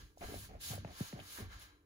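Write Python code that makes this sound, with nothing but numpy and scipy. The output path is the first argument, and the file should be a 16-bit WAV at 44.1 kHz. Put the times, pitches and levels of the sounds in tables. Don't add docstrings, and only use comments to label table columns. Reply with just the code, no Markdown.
import sys
import numpy as np
from scipy import signal
from scipy.fft import rfft, irfft
from scipy.io import wavfile
from scipy.ndimage import uniform_filter1d

SR = 44100
rng = np.random.default_rng(int(sys.argv[2]) if len(sys.argv) > 2 else 0)


def pcm_store(signal):
    levels = np.round(np.clip(np.atleast_2d(signal), -1, 1) * 32767)
    wavfile.write(sys.argv[1], SR, levels.astype(np.int16).T)


N = 81585
T, HZ = np.arange(N) / SR, np.fft.rfftfreq(N, 1 / SR)

# time_s, hiss_db, fizz_db, scrape_db
RUB_LEVELS = [(0, -65.5, -72.5, -60.5), (.158, -91.5, -88.5, -84.5), (.19, -77.5, -71, -81),
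              (.236, -64, -64, -52.5), (.39, -63.5, -56.5, -67), (.455, -66.5, -59.5, -61.5),
              (.51, -75.5, -81, -78), (.586, -83, -95, -77), (.612, -61, -55, -67),
              (.648, -53.5, -50, -64.5), (.71, -54, -50.5, -61.5), (.76, -63, -57, -61),
              (.83, -72.5, -86, -67), (.875, -72, -81.5, -71.5), (.998, -60, -58, -56),
              (1.082, -60, -59.5, -60), (1.164, -70.5, -78.5, -64.5), (1.23, -69.5, -68, -61.5),
              (1.324, -59.5, -55.5, -61.5), (1.4, -62.5, -57.5, -54), (1.488, -76, -87.5, -64),
              (1.53, -67, -71, -54), (1.58, -69, -79, -61.5), (1.622, -63.5, -62, -60),
              (1.73, -83, -91, -68), (1.85, -98, -93.5, -84.5)]
# frequency_hz, level_db
HISS_TONE = [(1200, -27), (2000, -8.5), (3000, 5.5), (4400, 6), (5600, 2), (7000, 2), (8500, -51.5),
             (10500, -8.5), (14000, -43)]
FIZZ_TONE = [(5500, -15), (8000, -4), (9400, -1.5), (11200, -2), (13000, -3), (14500, -8.5), (16000, 0)]
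SCRAPE_TONE = [(300, -4), (700, 1), (1000, 7), (1500, 12), (2400, 4.5), (3000, -5.5), (4500, -22)]
# pitch_hz, width_hz, level_db
BARREL_RINGS = [(1130, 21, -10), (1440, 180, -8), (2225, 35, 0), (2524, 15, 8.5), (3177, 20, 18),
                (3880, 78, -14), (4000, 43, 14)]
# time_s, deep_db, boom_db
RUMBLE_LEVELS = [(0, -61, -55.5), (.05, -55, -57), (.1, -64, -73), (.2, -61, -67), (.256, -41.5, -47.5),
                 (.314, -59, -55), (.36, -44, -50.5), (.44, -61.5, -57.5), (.57, -51.5, -51.5),
                 (.64, -67, -66), (.72, -69, -45), (.82, -61, -46.5), (.95, -64.5, -58), (1.09, -69, -74),
                 (1.21, -57.5, -55), (1.28, -65, -70), (1.38, -68, -74), (1.45, -48, -55.5),
                 (1.55, -57.5, -59), (1.65, -61.5, -67), (1.74, -70.5, -72), (1.85, -77, -77)]
# frequency_hz, level_db
DEEP_TONE = [(15, -25), (30, -13), (45, 2), (62, -0.5), (85, -8.5), (130, -25), (500, -51.5)]
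BOOM_TONE = [(40, -38), (70, -5), (95, 0.5), (125, -11.5), (250, -17.5), (500, -35), (1500, -63)]
ROOM_TONE = [(20, -24), (50, -2.5), (110, -5), (200, -18.5), (300, -3.5), (420, -6), (560, -20.5),
             (1500, -23), (4000, -48), (16000, -38)]
# start_s, level_db, pitch_hz
TAPS = [(.1735, -48.5, 670), (.2125, -61, 620), (.3225, -41, 305), (.341, -40.5, 557), (.552, -46.5, 596),
        (.733, -41.5, 514), (.7785, -39.5, 550), (1.1915, -42, 680)]
# start_s, level_db, decay_s, pitch_hz
CATCHES = [(.1815, -59, .003, 6300), (0.21, -60, 0.013, 2340), (1.192, -49, .002, 1860),
           (1.199, -50, 0.0076, 3000), (1.376, -50, 0.013, 1590), (1.597, -55, 0.0024, 9900)]
# start_s, length_s, level_db, thump_db
SCUFFS = [(0.207, 0.053, -50.5, -3.5), (0.283, 0.094, -54, 1), (0.488, 0.091, -60, -2),
          (0.702, 0.061, -50.5, -13), (0.863, 0.063, -56, -5.5), (1.019, 0.02, -71, 15.5),
          (1.147, 0.077, -58, 2), (1.384, 0.062, -60, 7.5)]
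# frequency_hz, level_db
RASP_TONE = [(120, 3), (300, -4), (450, -7.5), (700, 5.5), (950, -0.5), (1300, -7), (2200, -2), (5000, -28)]
THUMP_TONE = [(50, -47), (100, -5), (170, -1), (300, -3), (450, -0.5), (800, -65)]
# pitch_hz, width_hz, level_db
HOUSING_RINGS = [(295, 35, 3.5), (404, 96, -3), (575, 98, -5.5), (704, 80, -2), (830, 140, -17.5),
                 (1210, 450, -10.5)]
# start_s, thud_db, click_db, crack_db, pitch_drop_hz, fall_s, swell_s
KNOCKS = [(.696, -39.5, -78, -72, 968, .0055, 0.018), (0.8474, -44, -40, -42, 1855, 0.002, 0.0089),
          (1.0049, -29, -73, -78, 1540, 0.0027, 0.0072), (1.127, -41.5, -45, -45, 1017, 0.00556, 0.012),
          (1.387, -42.5, -70, -51, 917, 0.0077, 0.051)]
# frequency_hz, level_db
CRACK_TONE = [(200, -8), (700, 18), (1400, 6.5), (2500, 8), (3500, -19), (8000, -26), (16000, -47)]
# frequency_hz, likeness (0 unrelated, 1 the same)
STEREO_LIKENESS = [(40, 0.98), (150, 0.87), (300, 0.86), (700, 0.77), (1300, 0.16), (2800, 0.083),
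                   (5500, 0.1), (6700, 0.45), (8000, 1), (16000, .995)]
# frequency_hz, lag_cycles
LEFT_LAG = [(0, 0), (250, .05), (800, .27), (3000, .55), (6400, 1), (8550, 1.5), (11000, 2), (13350, 2.5),
            (15600, 3), (22050, 4.3)]


def amp(db):
    return 10 ** (np.asarray(db) / 20)


def unit(x):
    return x / np.sqrt(np.mean(x ** 2) + 1e-20)


def noise():
    return rng.standard_normal((2, N))


def across_pitch(points):
    hz, value = np.transpose(points)
    return np.interp(np.log(HZ + 1), np.log(hz), value)


def level(rows, column):
    rows = np.array(rows)
    return amp(np.interp(T, rows[:, 0], rows[:, column]))


def colour(pair, tone):
    a, b = rfft(pair)
    likeness = np.clip(across_pitch(STEREO_LIKENESS), 0, 1)
    shared, apart = a * np.sqrt(1 + likeness), b * np.sqrt(1 - likeness)
    stereo = np.array([shared + apart, shared - apart])
    return unit(irfft(stereo * amp(across_pitch(tone)), N))


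def friction(slips_per_s, spread_db):
    size = amp(spread_db * np.minimum(rng.exponential(1, (2, N)), 4))
    return unit(size * rng.choice([-1, 1], (2, N)) * (rng.random((2, N)) < slips_per_s / SR))


def echoes(x, fade_s):
    t = T[:SR // 2]
    ring = rng.standard_normal((2, len(t))) * amp(-60 * t / fade_s)
    return signal.fftconvolve(x, ring / np.linalg.norm(ring[0]), axes=1)[:, :N]


def resonate(pair, rings):
    response = 0
    for hz, width_hz, db in rings:
        off_pitch = 2j * (HZ - hz) / width_hz
        response += amp(db) / (1 + off_pitch) / (1 + off_pitch / 6)
    return unit(irfft(rfft(pair) * response, N))


def barrel_rub():
    grainy_share = 0.45
    slips = np.sqrt(grainy_share) * friction(slips_per_s=7000, spread_db=2.5)
    slips += np.sqrt(1 - grainy_share) * noise()
    slips += amp(-2) * echoes(slips, fade_s=0.065)
    hiss = amp(3.5) * level(RUB_LEVELS, column=1) * colour(slips, HISS_TONE)
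    fizz = amp(6) * level(RUB_LEVELS, column=2) * colour(slips, FIZZ_TONE)
    scrape = amp(-2) * colour(slips, SCRAPE_TONE) + amp(-11.5) * resonate(slips, BARREL_RINGS)
    return hiss + fizz + level(RUB_LEVELS, column=3) * scrape


def desk_rumble():
    deep = level(RUMBLE_LEVELS, column=1) * colour(noise(), DEEP_TONE)
    boom = level(RUMBLE_LEVELS, column=2) * colour(noise(), BOOM_TONE)
    return amp(-2.5) * (deep + boom)


def quiet_room():
    hum_hz = 295.3
    return amp(-73.5) * colour(noise(), ROOM_TONE) + amp(-76) * np.sin(2 * np.pi * hum_hz * T)


def finger_taps():
    swell_s = 0.0011
    out = np.zeros(N)
    for start_s, db, hz in TAPS:
        t = np.maximum(T - start_s, 0)
        shape = t / swell_s * np.exp(1 - t / swell_s)
        out += amp(db) * shape * np.sin(2 * np.pi * hz * t)
    return out


def barrel_catches():
    step_octaves = 0.35
    out = np.zeros((2, N))
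    for start_s, db, decay_s, hz in CATCHES:
        tone = [(hz * 2 ** (k * step_octaves), -6 * k * k) for k in range(-3, 4)]
        shape = (T > start_s) * np.exp(-abs(T - start_s) / decay_s)
        out += amp(db) * shape * colour(noise(), tone)
    return out


def finger_scuffs():
    rise_s, fall_s = 0.004, 0.044
    rasp = colour(friction(slips_per_s=900, spread_db=-0.5), RASP_TONE)
    thump = colour(friction(slips_per_s=900, spread_db=-0.5), THUMP_TONE)
    rasp = amp(-4) * rasp + amp(-4.5) * resonate(rasp, HOUSING_RINGS)
    out = np.zeros((2, N))
    for start_s, length_s, db, thump_db in SCUFFS:
        fade_in = np.clip((T - start_s) / rise_s, 0, 1)
        fade_out = np.clip((start_s + length_s - T) / fall_s + 0.5, 0, 1)
        out += amp(db) * fade_in * fade_out * (rasp + amp(thump_db) * thump)
    return out


def knocks():
    end_hz, crack_s, rattle_s = 78, 0.0031, 0.013
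    snap = colour(noise(), CRACK_TONE)
    housing = resonate(snap, HOUSING_RINGS)
    roughness = 1 + 0.14 * unit(uniform_filter1d(rng.standard_normal(N), size=70))
    out = np.zeros((2, N))
    for start_s, thud_db, click_db, crack_db, drop_hz, fall_s, swell_s in KNOCKS:
        t = np.maximum(T - start_s, 1e-9)
        cycles = end_hz * t + drop_hz * t / (1 + t / fall_s)
        thud = amp(thud_db) * np.exp(-0.5 * (np.log(t / swell_s) / 0.53) ** 2)
        click = amp(click_db) * np.exp(-t / (2.7 * fall_s))
        slide = (thud + click) * roughness * np.sin(2 * np.pi * cycles)
        crack = snap * amp(crack_db) * np.exp(-t / crack_s)
        rattle = housing * amp(thud_db - 19.5) * np.exp(-t / rattle_s)
        out += (T > start_s) * (slide + crack + rattle)
    return out


def scene():
    touches = finger_scuffs() + knocks() + finger_taps()
    background = quiet_room()
    barrel = barrel_rub() + barrel_catches()
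    room_echo = amp(-11.5) * echoes(touches, fade_s=0.13)
    return barrel + touches + room_echo + desk_rumble() + background


def record(dry):
    lag_cycles = np.interp(HZ, *np.transpose(LEFT_LAG))
    left_only = np.array([[1], [0]])
    heard = irfft(rfft(dry) * np.exp(-2j * np.pi * lag_cycles * left_only), N)
    treble_cut = signal.firwin(511, cutoff=15720, window=("kaiser", 9), fs=SR)
    return signal.oaconvolve(heard, treble_cut[None], "same")


dry = scene()
out = record(dry)
pcm_store(out)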